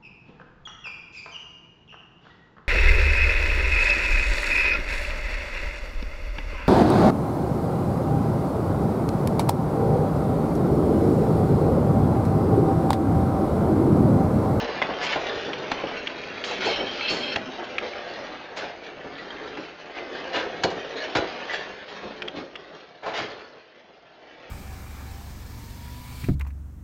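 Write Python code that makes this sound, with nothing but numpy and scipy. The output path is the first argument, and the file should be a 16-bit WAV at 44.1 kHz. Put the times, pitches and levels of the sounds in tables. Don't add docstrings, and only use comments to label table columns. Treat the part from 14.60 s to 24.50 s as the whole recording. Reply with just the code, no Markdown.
import sys
import numpy as np
from scipy import signal
from scipy.fft import rfft, irfft
from scipy.io import wavfile

SR = 44100
rng = np.random.default_rng(int(sys.argv[2]) if len(sys.argv) > 2 else 0)


def waveform_to_disk(signal):
    frames = np.transpose(np.atleast_2d(signal))
    scaled = np.clip(frames, -1, 1) * 32767
    samples = np.round(scaled).astype(np.int16)
    wavfile.write(sys.argv[1], SR, samples)


N = 436590
TIME = np.arange(N) / SR


def gain_of(db):
    return 10 ** (np.asarray(db) / 20)


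def unit_rms(x):
    return x / np.sqrt(np.mean(x ** 2) + 1e-20)


def decay(t, t60_s):
    return np.exp(-np.log(1000) * t / t60_s)


def at_hz(points, hz):
    f, value = np.transpose(points)
    return np.interp(np.log(hz + 1), np.log(f + 1), value)


def follow(rows, column=1):
    rows = np.asarray(rows)
    return np.interp(TIME, rows[:, 0], rows[:, column])


def add(mix, start_s, sound):
    part = mix[max(round(start_s * SR), 0):][:len(sound)]
    part += sound[:len(part)]


def coloured(x, spectrum):
    hz = np.fft.rfftfreq(len(x), 1 / SR)
    return unit_rms(irfft(rfft(x) * gain_of(at_hz(spectrum, hz)), len(x)))


def burst(noise, envelope):
    return unit_rms(noise * envelope) * np.sqrt(np.mean(envelope ** 2))


def wander(hz):
    points = 4096
    f = np.fft.rfftfreq(points, N / SR / points)
    drift = unit_rms(irfft(rfft(rng.standard_normal(points)) * np.exp(-(f / hz) ** 2)))
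    return np.interp(TIME, np.linspace(0, N / SR, points), drift)


def impacts(per_s, spread_db, size=N):
    strength = gain_of(spread_db * np.minimum(rng.exponential(1, size), np.pi))
    return strength * rng.choice([-1., 1.], size) * (rng.random(size) < per_s / SR)


def jolt(start_s, db, rise_s, steepness=0.7):
    age = np.maximum(TIME - start_s, 1e-9) / rise_s
    return gain_of(db) * np.exp(np.maximum(steepness * (np.log(age) + 1 - age), -20))


# (frequency [Hz], t60 [s])
ROOM_DECAY = [(150, 0.37), (500, 0.37), (1500, 0.31), (3000, 0.31), (7000, 0.14)]


def room(x):
    taps = rng.standard_normal(SR // 2) * (rng.random(SR // 2) < .1)
    hz, t, bands = signal.stft(taps, SR, nperseg=256)
    tail = signal.istft(bands * decay(t, at_hz(ROOM_DECAY, hz)[:, None]), SR, nperseg=256)[1]
    return signal.oaconvolve(x, tail / np.linalg.norm(tail))


def scattered_room(x, hop_s=.25):
    out = np.zeros(N)
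    for centre_s in np.arange(0, N / SR + hop_s, hop_s):
        span = slice(max(round((centre_s - hop_s) * SR), 0), round((centre_s + hop_s) * SR))
        window = np.cos(np.pi / 2 * (TIME[span] - centre_s) / hop_s)
        add(out, span.start / SR, room(x[span] * window))
    return out


# (time [s], rumble level [dB], rattle level [dB])
QUAKE = [(0, -30, -33), (.33, -36, -39), (.6, -35.5, -37), (1.3, -38.5, -37.5), (1.7, -41.5, -40),
         (2.05, -38, -41), (2.4, -39.5, -33), (2.85, -39.5, -41), (3.65, -39.5, -40.5), (3.8, -41.5, -44),
         (4.35, -45, -49), (4.62, -43.5, -42), (4.9, -40.5, -42), (5.25, -46.5, -47), (5.65, -40, -41.5),
         (6.25, -40, -40), (6.85, -43, -39.5), (7.25, -46, -47), (7.55, -42, -45), (7.9, -48, -50.5),
         (8.15, -50.5, -48), (8.4, -54, -54.5), (8.72, -40, -45), (9.08, -58, -56), (9.4, -56.5, -57),
         (9.9, -49, -50.5)]


def shaking_db(column, jolts, steady_db=0):
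    steady = gain_of(follow(QUAKE, column) + steady_db)
    return 10 * np.log10(steady ** 2 + sum(strength ** 2 for strength in jolts))


# (time [s], level [dB])
LANDINGS = [(0.0, -33), (0.281, -32), (0.68, -31), (0.85, -45), (2.17, -27.5), (2.509, -32), (2.98, -33),
            (3.21, -35), (3.36, -45), (4.0, -42), (4.44, -40), (5.36, -36.5), (5.745, -36.5), (5.82, -35.5),
            (6.049, -28), (6.59, -31), (6.9, -39.5), (7.058, -37), (7.42, -35.5), (7.765, -40),
            (8.11, -47.5), (8.585, -39), (9.83, -62)]


def thumps(rise_s=0.024):
    return (jolt(start_s, db, rise_s) for start_s, db in LANDINGS)


# (frequency [Hz], density [dB])
STRUCTURE_SPECTRUM = [(20, -26), (50, -19), (110, -16), (150, -9.5), (210, -6.5), (310, -1.5), (420, 2),
                      (540, 0.5), (720, 0.5), (1000, -9), (1600, -9.5), (3000, -38), (8000, -78)]
# (time [s], bass gain [dB])
FLOOR_WEIGHT = [(0, 0.5), (2.4, 8), (3.9, -1.5), (4.6, 7.5), (5.4, 0.5), (6.2, 3), (9.9, 2)]


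def rumble(steady_db=1, throb_db=1, floor_swing_db=2, floor_hz=280):
    knocks = impacts(per_s=420, spread_db=2.5)
    body = coloured(knocks + scattered_room(knocks), STRUCTURE_SPECTRUM)
    floor = signal.sosfiltfilt(signal.butter(2, floor_hz, fs=SR, output="sos"), body)
    floor_gain = gain_of(follow(FLOOR_WEIGHT) + floor_swing_db * wander(hz=27))
    force_db = shaking_db(column=1, jolts=thumps(), steady_db=steady_db)
    return (body - floor + floor * floor_gain) * gain_of(force_db + throb_db * wander(hz=41))


# (frequency [Hz], density [dB])
GROUND_SPECTRUM = [(15, -18.5), (30, -11), (50, 1), (70, -0.5), (110, -9.5), (200, -24), (600, -63.5)]


def ground(level_db=-24.5, heave_db=1.5):
    force_db = shaking_db(column=1, jolts=thumps())
    deep = coloured(rng.standard_normal(N), GROUND_SPECTRUM)
    return deep * gain_of(force_db + level_db + heave_db * wander(hz=8))


def chatter(t60_s=0.029, blows_per_s=130, modes=16):
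    t, window = np.arange(SR // 40) / SR, np.hanning(SR // 8)
    hz = rng.uniform(400, 7500, (modes, 1))
    mode_t60_s = t60_s * 2 ** rng.uniform(-1, 1, (modes, 1))
    phase = 2 * np.pi * (hz * t + rng.random((modes, 1)))
    ring = (np.sin(phase) * decay(t, mode_t60_s) / np.sqrt(mode_t60_s)).sum(0)
    blows = rng.standard_normal(len(window)) * (rng.random(len(window)) < blows_per_s / SR)
    return unit_rms(signal.fftconvolve(blows * window, ring))


# (frequency [Hz], density [dB])
RATTLE_SPECTRUM = [(100, -27), (500, 2), (900, -4.5), (1300, -2), (1800, 0.5), (2200, -1.5), (3100, -3.5),
                   (4200, -7.5), (5200, -12), (6700, -21.5), (7400, -49.5), (9000, -68.5)]


def rattle(steady_db=2, count=500, spread_db=2, grit_db=1, wet_db=1, treble_hz=3500):
    things = np.zeros(N + SR)
    levels_db = spread_db * np.clip(rng.standard_normal(count), -2, 2)
    for start_s, db in zip(np.linspace(0, N / SR + 1, count), levels_db):
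        add(things, start_s, gain_of(db) * chatter())
    grit = gain_of(grit_db) * unit_rms(impacts(per_s=1800, spread_db=3.5))
    direct = unit_rms(things[SR:]) + grit
    body = coloured(direct + gain_of(wet_db) * scattered_room(direct), RATTLE_SPECTRUM)
    force_db = shaking_db(column=2, jolts=clatters(), steady_db=steady_db)
    dull = signal.sosfiltfilt(signal.butter(1, treble_hz, fs=SR, output="sos"), body)
    treble_gain = gain_of(0.14 * (force_db + 29))
    return (dull + (body - dull) * treble_gain) * gain_of(force_db)


# (frequency [Hz], density [dB])
CRASH_SPECTRUM = [(150, -26.5), (700, 8), (1200, 5.5), (2000, 5), (3000, 1), (4300, 0), (5500, -7),
                  (7000, -12.5), (8000, -32.5), (9000, -31)]
THUD_SPECTRUM = [(25, -27), (80, -13), (170, -3.5), (260, -1.5), (420, 8), (720, 4), (1100, -13.5),
                 (2500, -25.5), (8000, -71.5)]
# (time [s], crash level [dB], thud level [dB], rise [s], t60 [s],
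# bulk as thud pitch divisor [ratio], crash tilt [dB/octave])
FALLS = [(.024, -38, -28, 0.0025, 0.044, 1.7, -5), (.878, -33.5, -31.5, 0.0018, .06, 1.2, -14),
         (1.31, -30, -31.5, 0.00306, 0.039, 1.06, -6), (0.217, -21, -28, 0.001, 0.094, 1.1, -6),
         (0.413, -38, -40.5, 0.034, 0.19, 2, 8.5), (0.555, -21, -29, 0.0082, 0.092, 0.7, -9.5),
         (1.1154, -18.5, -25.5, 0.0016, 0.028, 1.95, -2), (1.235, -33, -26, 0.00051, 0.14, 1.18, -10),
         (1.842, -35, -43, 0.0025, 0.45, 1.4, 4.5), (2.04, -37.5, -23, 0.018, 0.28, 0.92, 7.5),
         (2.49, -35.5, -30, 0.012, 0.57, 1.2, 7), (2.756, -28, -26, 0.007, 0.032, 0.98, -14),
         (3.96, -34, -34.5, 0.014, 0.16, 0.77, 3), (4.0, -46, -33.5, 0.027, 0.17, .85, 0),
         (4.969, -37.5, -30.5, 0.0033, 0.16, 1.4, -5), (5.734, -27.5, -30, 0.028, 0.19, 1, -2),
         (6.034, -17.5, -16, 0.0037, 0.051, 1, 1.5), (6.046, -28, -21, 0.0031, 0.043, 1.1, -2),
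         (6.099, -34.5, -31, 0.0071, 0.13, 0.86, -0.5), (6.5507, -18.5, -25, 0.00197, 0.14, 1.46, -2.5),
         (6.568, -23, -24.5, 0.00084, 0.068, 1.14, 0), (6.584, -20.5, -21.5, 0.0011, 0.041, 1.5, -11),
         (7.744, -47, -34, 0.023, 0.23, 1.57, -10), (8.423, -35, -46, 0.014, 0.5, 0.89, -5.5),
         (8.461, -29, -34.5, .001, 0.5, 1.06, -5), (8.539, -45, -51, 0.028, 0.19, 0.98, 4),
         (8.573, -30, -36, 0.00295, 0.17, 1, -0.5), (8.6, -29, -33, 0.0029, 0.083, 1.8, -4.5)]


def bangs(wet_db=-8, lag_per_rise=2.264, max_lag_s=.009):
    t, out = np.arange(SR // 2) / SR, np.zeros(N)
    for start_s, crash_db, thud_db, rise_s, t60_s, bulk, tilt in FALLS:
        envelope = np.minimum(t / rise_s, 1) * decay(np.maximum(t - rise_s, 0), t60_s)
        edges = impacts(per_s=6000, spread_db=-1.3, size=len(t))
        crash = coloured(edges, [(hz, db + tilt * np.log2(hz)) for hz, db in CRASH_SPECTRUM])
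        thud = coloured(rng.standard_normal(len(t)), [(hz / bulk, db) for hz, db in THUD_SPECTRUM])
        lag_s = min(lag_per_rise * rise_s, max_lag_s)
        add(out, start_s, gain_of(crash_db) * burst(crash, envelope))
        add(out, start_s + lag_s, gain_of(thud_db) * burst(thud, envelope))
    return out + gain_of(wet_db) * room(out)[:N]


# (frequency [Hz], density [dB])
KNOCK_SPECTRUM = [(200, -10.5), (700, -10), (1400, 1), (2400, 6.5), (3300, 6.5), (4100, -10), (5200, -10.5),
                  (7500, -29), (9000, -59.5)]
# (time [s], level [dB], pitch [Hz], ring t60 [s], rebound gain [dB],
# rebound delay [s], knock gain [dB])
STRIKES = [(0.2167, -12, 2000, 0.025, 1.5, 0.0068, -6.5), (0.337, -21, 2700, 0.014, -15, .004, -6.5),
           (0.4356, -15, 2600, .011, -1, .012, -5), (0.4673, -16.5, 3200, .012, 2, .0045, -8),
           (.4905, -16, 2400, 0.012, -11, .004, -10), (0.5275, -14.5, 2230, 0.0083, 2, 0.005, -3.5),
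           (.932, -18, 3150, 0.01, -7, 0.0041, 0), (1.1168, -13.5, 1540, 0.0052, 0.5, 0.0024, -6),
           (1.2355, -23, 950, 0.01, -7, .009, -16), (1.471, -10, 2820, 0.0096, -1.5, 0.0038, -7.5),
           (1.632, -28, 2450, 0.014, 7, 0.0045, -12), (1.7756, -23, 2460, 0.012, 2.5, 0.0045, -14),
           (1.839, -14.5, 3090, .011, 0.5, .0025, -7), (1.8395, -19, 4470, 0.0092, -2, .003, -14),
           (2.0695, -18, 2520, 0.0085, -8, .008, -9), (2.41, -13, 2400, 0.016, -6, 0.0058, -10),
           (2.7595, -9, 1946, 0.011, -1, .0026, -3.5), (3.1824, -8, 2340, 0.013, -3.5, .0024, -8),
           (3.329, -29, 2340, 0.026, 5, 0.0047, -12), (4.412, -30.5, 1800, 0.018, 0, 0.0046, -20),
           (4.582, -28, 2420, 0.011, -5, 0.0036, -6), (4.705, -26, 3190, 0.02, -2, .004, -15),
           (4.764, -31.5, 2580, .02, -6, 0.0046, -15), (5.034, -30, 2420, 0.02, -3, 0.0035, -7),
           (5.3856, -20.5, 2340, 0.013, -9, 0.0046, -10), (5.549, -25, 1680, 0.02, 2, 0.005, -21),
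           (6.039, -10.5, 4530, 0.013, -5, .0105, -7), (6.904, -33, 2000, 0.018, -6, .004, -17),
           (6.94, -18.5, 1780, 0.026, 2, 0.0035, -12), (7.283, -32, 2920, 0.016, -1, 0.0043, 1),
           (7.6203, -11.5, 2480, 0.011, -1.5, 0.0034, -7.5), (7.678, -22, 3190, 0.011, 4, 0.0047, -3),
           (7.9547, -19, 2450, 0.0063, -1, 0.0032, -6)]


def clacks(level_db=-1, low_gain=0.25, low_ratio=0.567, knock_t60_s=0.019, wet_db=-17):
    t, out = np.arange(SR // 10) / SR, np.zeros(N)
    attack = np.minimum(t / .0015, 1)
    for start_s, db, hz, t60_s, rebound_db, rebound_s, knock_db in STRIKES:
        for blow_s, blow_db in ((start_s, db), (start_s + rebound_s, db + rebound_db)):
            phase = 2 * np.pi * hz * rng.uniform(.96, 1.04) * t
            ping = (np.sin(phase) + low_gain * np.sin(low_ratio * phase)) * attack * decay(t, t60_s)
            wood = coloured(rng.standard_normal(len(t)), KNOCK_SPECTRUM)
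            knock = gain_of(knock_db) * burst(wood, attack * decay(t, knock_t60_s))
            add(out, blow_s, gain_of(blow_db + level_db) * (ping + knock))
    return out + gain_of(wet_db) * room(out)[:N]


# (time [s], level [dB], rise [s])
SHELF_JOLTS = [(0.403, -28.5, 0.055), (0.49, -31, 0.025), (0.66, -33.5, 0.018), (1.865, -32, 0.041),
               (1.999, -27, 0.048), (2.715, -35.5, 0.016), (3.22, -37.5, 0.022), (3.96, -34.5, 0.04),
               (4.23, -40.5, 0.025), (5.349, -37.5, 0.023), (5.53, -40, 0.036), (5.729, -27.5, 0.028),
               (6.36, -35, 0.046), (6.875, -32, 0.048), (7.28, -40, 0.058), (7.75, -37.5, 0.022),
               (8.13, -49.5, 0.036), (8.533, -30.5, 0.036)]


def clatters():
    return (jolt(*row) for row in SHELF_JOLTS)


def ticks(level_db=6, count=900, t60_s=0.0061, low_hz=1600, high_hz=4900, wet_db=-9):
    t, out = np.arange(SR // 25) / SR, np.zeros(N)
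    force = sum(clatters())
    for when, pitch, strength in rng.random((count, 3)):
        onset = int(when * N)
        hz = low_hz * (high_hz / low_hz) ** pitch
        attack = np.minimum(t * hz / 2, 1)
        tick = np.sin(2 * np.pi * hz * t) * attack * decay(t, t60_s)
        add(out, onset / SR, strength * force[onset] * tick)
    return gain_of(level_db) * (out + gain_of(wet_db) * room(out)[:N])


# (time [s], pitch [Hz], level [dB], t60 [s])
CLINKS = [(1.841, 3150, -30, 0.12), (2.785, 3240, -46, .25), (6.365, 4130, -39, 0.53),
          (6.585, 3970, -38, 0.43), (6.895, 1970, -26.5, 0.22), (6.93, 4520, -38.5, 0.34),
          (7.959, 3400, -40, 0.071)]


def glasses(upper_gain=0.28, upper_ratio=1.6, rise_s=0.0026):
    t, out = np.arange(SR // 3) / SR, np.zeros(N)
    attack = np.minimum(t / rise_s, 1)
    for start_s, hz, db, t60_s in CLINKS:
        phase, fade = 2 * np.pi * hz * t, decay(t, t60_s)
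        ring = np.sin(phase) + upper_gain * fade * np.sin(upper_ratio * phase)
        add(out, start_s, gain_of(db) * ring * attack * fade)
    return out


# (frequency [Hz], level [dB], t60 [s])
METAL_MODES = [(2126, -8, .15), (2182, -7, .15), (2292, -8, .15), (2475, -5, .15), (2528, -3, .2),
               (2627, 0, .2), (2670, -5, .15), (2757, -4, .2), (3078, -3, .2), (3126, -2, .2),
               (3215, -1, .2), (3248, -5, .2), (3288, -7, .2), (3520, -10, .2), (3755, -8, .2),
               (4098, 0, .35), (4152, -7, .2), (4395, 0, .35), (4424, -10, .2), (4560, -14, .2),
               (4885, -11, .2), (5153, -10, .25), (5255, -13, .25), (5415, -10, .25)]
# (time [s], level [dB])
METAL_SHAKING = [(1.85, -45), (2.0, -43), (2.1, -29.5), (2.22, -46.5), (2.38, -41), (2.5, -31), (2.6, -38),
                 (2.74, -30), (2.8, -63)]
# (time [s], pitch [Hz], level [dB], rise [s])
METAL_SCRAPES = [(2.07, 5350, -32.5, 0.048), (2.112, 3110, -33, 0.032), (2.25, 3170, -39, 0.043),
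                 (2.405, 4090, -39.5, 0.042), (2.41, 2600, -36.5, 0.041), (2.43, 3150, -44, 0.044),
                 (2.44, 5280, -40, 0.038), (2.474, 4395, -31.5, 0.026), (2.61, 3250, -40, 0.023),
                 (2.66, 4098, -32.5, 0.024), (2.705, 2600, -37, 0.03)]


def jangle(sing_db=-0.5, reach_hz=110, roughness=0.53, jitter_rad=.33, topple_s=2.75, damp_s=0.013):
    span = slice(round(METAL_SHAKING[0][0] * SR), round(METAL_SHAKING[-1][0] * SR))
    t, now, out = np.arange(SR // 3) / SR, TIME[span], np.zeros(N)
    blows = impacts(per_s=200, spread_db=2, size=len(now)) * gain_of(3 * wander(hz=25)[span])
    modes_rms = np.linalg.norm([gain_of(db) for _, db, _ in METAL_MODES])
    shaking = gain_of(follow(METAL_SHAKING)[span]) / modes_rms
    contact = gain_of(4.5 * wander(hz=30.4)[span])
    damping = np.exp(-np.maximum(now - topple_s, 0) / damp_s)
    scrapes = [(hz, damping * jolt(start_s, db + sing_db, rise_s)[span])
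               for start_s, hz, db, rise_s in METAL_SCRAPES]
    for hz, db, t60_s in METAL_MODES:
        ring = rng.choice([-1, 1]) * np.sin(2 * np.pi * hz * t) * decay(t, t60_s)
        struck = unit_rms(signal.fftconvolve(blows, ring)[:len(now)])
        phase = 2 * np.pi * (hz * now + rng.random()) + jitter_rad * wander(hz=35)[span]
        sung = unit_rms(np.sin(phase) * (1 + roughness * wander(hz=70)[span]) * contact)
        drive = sum(force * np.exp(-((hz - near_hz) / reach_hz) ** 2) for near_hz, force in scrapes)
        out[span] += gain_of(db) * (shaking * struck + drive * sung)
    return out


def scene():
    return (rumble() + rattle() + ticks() + jangle() + glasses() + clacks() + bangs() + ground())[None]


def record(dry):
    lowpass = signal.firwin(255, 8700, window=("kaiser", 9), fs=SR)
    return signal.oaconvolve(dry, lowpass[None], "same")


dry = scene()
out = record(dry)
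waveform_to_disk(out)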